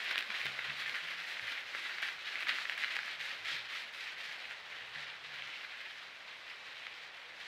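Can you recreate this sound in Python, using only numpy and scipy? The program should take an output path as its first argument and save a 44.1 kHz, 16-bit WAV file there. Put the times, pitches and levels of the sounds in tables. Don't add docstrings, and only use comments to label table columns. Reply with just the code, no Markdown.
import sys
import numpy as np
from scipy import signal
from scipy.fft import rfft, irfft
from scipy.io import wavfile
from scipy.ndimage import uniform_filter1d

SR = 44100
rng = np.random.default_rng(int(sys.argv[2]) if len(sys.argv) > 2 else 0)


def nominal_scale(level):
    x = np.asarray(level, float) / 20
    return 10 ** x


def bounce(signal):
    frames = np.transpose(np.atleast_2d(signal))
    limited = np.clip(frames, -1, 1)
    pcm = np.round(limited * 32767).astype(np.int16)
    wavfile.write(sys.argv[1], SR, pcm)


N = 329427
T = np.arange(N) / SR


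def unit(x):
    return x / np.sqrt(np.mean(x ** 2))


def gain_at(table, size):
    hz, db = np.transpose(table)
    bins = np.fft.rfftfreq(size, 1 / SR) + 1
    return np.interp(np.log(bins), np.log(hz), db) * np.log(10) / 20


def band(x, hz, width):
    return signal.lfilter(*signal.iirpeak(hz, hz / width, SR), x)


def walk(rate):
    k = int(SR / rate)
    steps = np.repeat(rng.standard_normal(N // k + 1), k)
    smooth = uniform_filter1d(uniform_filter1d(steps, k), k)
    return unit(smooth[:N])


def cracks(rate, spread_db):
    most = N // 3
    where = rng.integers(0, N, most)
    size = rng.standard_normal(most)
    large = rng.exponential(size=most)
    used = np.arange(most) < rate * N / SR
    return unit(np.bincount(where, used * size * nominal_scale(spread_db * np.minimum(large, 5)), N))


# f/Hz, level/dB (per Hz)
CASE_COLOUR = [(120, -33.5), (200, -22.5), (454, -20), (544, -17), (992, -14.5), (1590, -2.5), (2020, 0),
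               (2600, -3.5), (3960, -9.5), (6590, -29), (9480, -37.5), (13400, -39), (15500, -44)]


def through_case(x):
    cepstrum = irfft(gain_at(CASE_COLOUR, size=4096))
    cepstrum[1:2048] *= 2
    cepstrum[2049:] = 0
    response = irfft(np.exp(rfft(cepstrum)))
    return signal.fftconvolve(x, response)[:len(x)]


# f/Hz, level/dB (per Hz)
AIR_COLOUR = [(18, -43), (30, -27), (92, -12), (300, -13.5), (505, -3.5), (1080, -2), (2500, -5),
              (3900, -10), (7800, -32.5), (15500, -50)]


def air():
    hush = irfft(rfft(rng.standard_normal(N)) * np.exp(gain_at(AIR_COLOUR, size=N)), N)
    return unit(hush) * nominal_scale(-57.5 + .5 * walk(1.2))


def trunks(x, count=8):
    t60_s, level_db = 0.36, -12
    t = np.arange(SR // 2) / SR
    fade = np.exp(-np.log(1000) * t / t60_s) * (1 - np.exp(-t / 0.0015))
    place = np.repeat(rng.integers(0, count, N // 1024 + 1), 1024)[:N]
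    out = 0
    for k in range(count):
        tail = signal.lfilter([1], [1, -.4], rng.standard_normal(len(t)) * fade)
        tail = tail / np.sqrt(np.sum(tail ** 2))
        share = np.sqrt(np.abs(uniform_filter1d(1. * (place == k), size=256)))
        out = out + signal.fftconvolve(x * share, tail)[:N]
    return nominal_scale(level_db) * out


def voice(pushes, partials_db, waver):
    rise_s, fall_s = 0.021, 0.0403
    lift_share, scoop_share, scoop_s, sag_per_s = 0.105, 0.081, .04, .25
    size = np.zeros(N)
    hz = np.full(N, 1. * pushes[0][4])
    for s, long, push_db, held_db, rate in pushes:
        t = np.maximum(T - s, 0)
        push = np.where(t < rise_s, t / rise_s, np.exp(-(t - rise_s) / fall_s))
        fade = np.clip(np.minimum(t, long - t + 0.022) / 0.0096, 0, 1)
        held = nominal_scale(held_db)
        size = np.maximum(size, fade * (held + (nominal_scale(push_db) - held) * push))
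        lift = lift_share * push * np.clip((push_db - held_db) / 10, 0, 1)
        scoop = scoop_share * np.exp(-t / scoop_s)
        sag = sag_per_s * np.minimum(t, .3)
        hz = np.where(T >= s, rate * (1 + lift - scoop - sag), hz)
    effort_db = .3 * np.maximum(20 * np.log10(size + 1e-9) + 87, 0)
    phase = 2 * np.pi * np.cumsum(uniform_filter1d(hz, size=1500) * waver) / SR
    tone = 0
    for k, db in enumerate(partials_db):
        tone = tone + nominal_scale(db + k * effort_db - effort_db) * np.sin((k + 1) * phase)
    return np.sqrt(2) * size * tone


# t/s, length/s, push level/dB, held level/dB, pulse rate f/Hz
NEAR_GRUNTS = [(.4, .04, -73, -70, 59), (.44, 0.22, -57, -70, 66), (.675, 0.24, -57, -73.5, 71.05),
               (1.41, 0.13, -64.5, -84, 57.4), (3.39, .11, -71, -77, 55.3), (3.51, .15, -67, -75, 64),
               (4.76, .05, -76, -80, 56.2), (4.81, 0.12, -70.5, -74, 62), (4.945, .12, -60.5, -78, 72.4),
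               (5.09, .19, -74, -73.5, 76.3), (5.3, 0.18, -73, -71.5, 71.7)]
# t/s, length/s, push level/dB, held level/dB, pulse rate f/Hz
FAR_RUMBLES = [
    (1.02, 0.2, -77, -78.5, 57),
    (1.82, .2, -84, -88, 55),
    (2.12, .45, -79.5, -87.5, 54),
    (2.95, .4, -86, -82, 56),
]
NEAR_PARTIALS = (-5.5, -1.5, -16)
FAR_PARTIALS = (-19, -11, 2)


def grunts():
    waver = 1 + 0.024 * walk(41)
    uneven = nominal_scale(1.8 * walk(30))
    near = voice(NEAR_GRUNTS, NEAR_PARTIALS, waver)
    far = voice(FAR_RUMBLES, FAR_PARTIALS, waver)
    return uneven * (near + far)


# t/s, peak level/dB, f/Hz
HOOF_THUDS = [(0.29, -54.5, 208), (0.453, -44, 427), (.515, -48, 516), (.589, -44, 500), (0.928, -60, 253),
              (1.7493, -45, 470), (1.514, -59, 270), (2.022, -66, 207), (2.473, -61.5, 256),
              (3.32, -64, 240), (3.528, -59.5, 169), (3.848, -65, 221), (4.099, -66, 328),
              (4.279, -67, 164)]


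def thuds():
    cycles, firm_hz = 1.6, 196
    out = np.zeros(N)
    for s, db, hz in HOOF_THUDS:
        t = np.maximum(T - s, 0)
        soft = cycles / hz * min(firm_hz / hz, 1)
        out += nominal_scale(db + 7) * t / soft * np.exp(-t / soft) * np.sin(2 * np.pi * hz * t)
    return out


# t/s, bright peak level/dB
GRASS_HITS = [(.0238, -59), (0.041, -45.5), (.1067, -43), (0.1787, -35.5), (.3401, -51), (.4509, -41),
              (.5736, -54), (.5891, -52), (.9552, -48), (1.035, -53.5), (1.263, -51), (1.6646, -60),
              (2.0216, -41.5), (2.405, -43), (2.4309, -50), (2.484, -41), (2.6958, -46), (2.7152, -61),
              (2.7761, -43.5), (2.7965, -54), (2.836, -54), (2.9342, -52.5), (2.9547, -45.5), (3.0245, -54),
              (3.057, -54), (3.4491, -54), (3.489, -53), (3.9285, -51), (3.9694, -49.5), (4.7132, -61)]


def swishes():
    blow = np.zeros(N)
    for s, db in GRASS_HITS:
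        blow[int(s * SR)] = nominal_scale(db)

    def fade(ms):
        return signal.lfilter([1], [1, -np.exp(-1000 / SR / ms)], blow)

    bright = signal.butter(3, 5500, "high", fs=SR, output="sos")
    fizz = signal.sosfilt(bright, rng.standard_normal(N))
    fizz = unit(signal.lfilter([1], [1, -.6], fizz))
    leaves = unit(through_case(cracks(rate=5000, spread_db=7.0)))
    crunch = nominal_scale(5) * (fade(ms=20) - fade(ms=1.2)) * leaves
    return nominal_scale(-13.5) * (fade(ms=1.1) + 0.5 * fade(ms=20)) * fizz + crunch


# t/s, peak level/dB, f/Hz, length/ms
TWIGS = [(.1104, -22, 1800, 2.6), (.158, -19.5, 1740, 2.5), (.1795, -17.5, 2540, 2.6),
         (.3034, -24.5, 1750, 3.6), (.3493, -24, 2090, 1.5), (.4148, -23.5, 2300, 4.5),
         (.4659, -22, 2630, 1.5), (.5907, -20, 1940, 2.1), (.7045, -26, 2010, 2.3), (.8592, -24, 2320, 5.2),
         (.895, -22, 4030, 3.1), (.9483, -28, 2330, 1.6), (1.3687, -29.5, 1990, 7.8),
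         (1.7495, -22.5, 1870, 1.5), (2.0264, -25.5, 1790, 6), (2.0359, -25, 1890, 2.6),
         (2.085, -24.5, 2150, 6.9), (2.3562, -20.5, 2128, 1.7), (2.4701, -22, 1800, 1.9),
         (2.4924, -16, 3200, 5.3), (2.5864, -20, 1440, 1.5), (2.6528, -24.5, 2110, 4.2),
         (2.6972, -16.5, 2520, 2.6), (2.7778, -23, 1950, 3.9), (2.838, -17.5, 1815, 1.7),
         (2.8458, -17, 1780, 1.3), (2.9892, -20, 1760, 2.5), (3.4562, -29, 1870, 3.2),
         (5.4229, -27.5, 2443, 1.4), (6.868, -27, 2630, 2.2)]
# t/s, peak level/dB, f/Hz
STIFF_LEAVES = [(0.1176, -31, 2480), (.3239, -39, 1680), (0.3434, -27, 1660), (.3537, -28, 2430),
                (0.5493, -33, 2090), (.5931, -25, 2120), (.944, -27, 2130), (0.9548, -27, 1920),
                (1.396, -24, 2200), (1.984, -24.5, 2112), (2.0435, -31, 1940), (2.407, -25, 2100),
                (2.4303, -25, 2520), (2.5209, -36, 2100), (2.69, -28, 3530), (2.721, -27, 1820),
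                (2.8318, -29, 2130), (2.882, -27, 2070), (2.9588, -26, 2710), (3.032, -29.5, 1640),
                (3.081, -29, 1520), (3.2157, -34, 1980), (3.463, -37, 1760), (4.455, -28, 2000),
                (5.345, -39, 2300), (5.648, -29.5, 1800), (5.805, -33, 2000)]


def snaps():
    leaf_ms, knock_db = 2.5, -39
    size = 2048
    out = np.zeros(N + size)
    ms = np.arange(size) / SR * 1000
    rows = TWIGS + [(*leaf, leaf_ms) for leaf in STIFF_LEAVES]
    for s, db, hz, long_ms in rows:
        chance = rng.standard_normal((2, size))
        splinter = (np.abs(chance[0]) > 1.9) * chance[1] * 1.5
        splinter = splinter * (ms < long_ms - .9) * np.exp(-.5 * ms / long_ms)
        splinter[0] = 1
        splinter = signal.lfilter([1], [1, -.55], splinter)
        sharp = 1.7 * signal.lfilter([1, -1], [1, -.9], splinter)
        body = through_case(sharp + 3 * band(splinter, hz, hz / 3))
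        knock = band(band(splinter, 376, 370), 376, 370)
        snap = body / np.abs(body).max() + nominal_scale(knock_db) * knock / np.abs(knock).max()
        i = int(s * SR) - 20
        out[i:i + size] += nominal_scale(db - 2.5) * snap
    return out[:N]


# t/s, drag/s, rustle level/dB, crispness
# level/dB
STEPS = [(-.02, 0.079, -40.5, -0.5), (.045, 0.12, -38, -2.5), (.295, .03, -39.5, -2),
         (.33, .16, -39, -0.5), (.51, 0.019, -52, 0), (.64, 0.037, -40.5, -4), (.79, 0.019, -44, 2),
         (.855, .06, -45.5, 10), (0.941, 0.04, -38, -1.5), (1.02, 0.17, -44, -0.5),
         (1.25, 0.19, -46.5, 7), (1.46, 0.1, -41, 1), (1.747, 0.053, -39.5, 1.5),
         (1.83, 0.091, -40, -2), (2.02, 0.071, -41, 4.5), (2.24, 0.23, -41, 0), (2.34, 0.085, -48, -6),
         (2.465, 0.046, -34, -2.5), (2.53, .12, -40, 3), (2.68, 0.023, -48, 6),
         (2.775, 0.069, -40, 3.5), (2.9, 0.074, -39, 1), (3.04, 0.075, -42.5, 2.5),
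         (3.188, 0.15, -40, 2), (3.44, 0.11, -37, 1), (3.68, 0.14, -40.5, 1.5),
         (3.928, 0.13, -45, 6.5),
         (4.16, 0.21, -44.5, 1.7), (4.37, 0.18, -46.5, -0.62), (4.685, 0.13, -45.5, -0.73),
             (4.929, 0.16, -43.5, -3.6), (5.235, 0.066, -46.5, -0.3), (5.33, 0.089, -46, 0.59),
             (5.42, .24, -44, -0.6), (5.7, 0.21, -47.5, -0.89), (5.96, 0.11, -51.5, -0.25),
             (6.16, 0.063, -59, -0.083), (6.26, .19, -52, 0.33), (6.46, 0.085, -50, -0.5),
             (6.65, 0.097, -50.5, 0.34), (6.73, 0.34, -48.5, 0), (7.13, 0.19, -52.5, 0.49),
             (7.39, 0.15, -49.5, 4.4)]


def strides():
    attack_s, rise_share = 0.0035, 0.08
    sag_db_s, release_db_s = 9.5, 148
    herd_db = -42 - 1.48 * T
    power = nominal_scale(2 * herd_db)
    crisp = 2 * power
    for s, drag, db, crisp_db in STEPS:
        t = np.maximum(T - s, 0)
        rise = np.minimum(t / (attack_s + rise_share * drag), 1)
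        fall_db = sag_db_s * t + release_db_s * np.maximum(t - drag, 0)
        swell = (rise * nominal_scale(db - fall_db)) ** 2
        power = power + swell
        crisp = crisp + crisp_db * swell
    body_db = 10 * np.log10(power)
    damp_db = 1 - 0.35 * (body_db - herd_db)
    return body_db, crisp / power, damp_db


def rustle():
    far_thin_db_s, air_loss_db_s = 0.29, 0.57
    body_db, crisp_db, damp_db = strides()
    drag = nominal_scale(1.07 * walk(60))
    sheet = cracks(rate=6000, spread_db=0.5)
    out = 0
    for hz in 200 * 2 ** np.arange(0, 6.4, 1 / 3):
        own = cracks(rate=.6 * hz, spread_db=2.0)
        leaf = band(own + 0.52 * sheet, hz, hz / 3)
        crisp, damp = np.clip(np.log2([hz / 3500, 1500 / hz]), 0, 1)
        tilt_db = crisp * (crisp_db + 1.4) + damp * damp_db
        tilt_db = tilt_db + far_thin_db_s * T * np.clip(np.log2(hz / 2000), -.5, 1.4)
        tilt_db = tilt_db - air_loss_db_s * T * max(np.log2(hz / 5500), 0)
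        out = out + leaf * nominal_scale(tilt_db + 1.9 * walk(25))
    out = through_case(out) * drag
    ringing = signal.butter(3, (1200, 4500), "band", fs=SR, output="sos")
    core = signal.sosfilt(ringing, out)
    return out / core.std() * nominal_scale(body_db - 1.23)


def scene():
    near = nominal_scale(-0.83) * rustle() + snaps() + swishes()
    bass_cut = signal.butter(2, 164, "high", fs=SR, output="sos")
    near = signal.sosfilt(bass_cut, near)
    return (near + trunks(near) + grunts() + thuds() + air())[None]


def top_cut(x):
    return signal.sosfilt(signal.butter(12, 15780, fs=SR, output="sos"), x)


def record(dry):
    top = signal.ellip(10, .2, 60, 15750, fs=SR, output="sos")
    mix = signal.sosfilt(top, dry)
    return top_cut(mix)


dry = scene()
out = record(dry)
bounce(out)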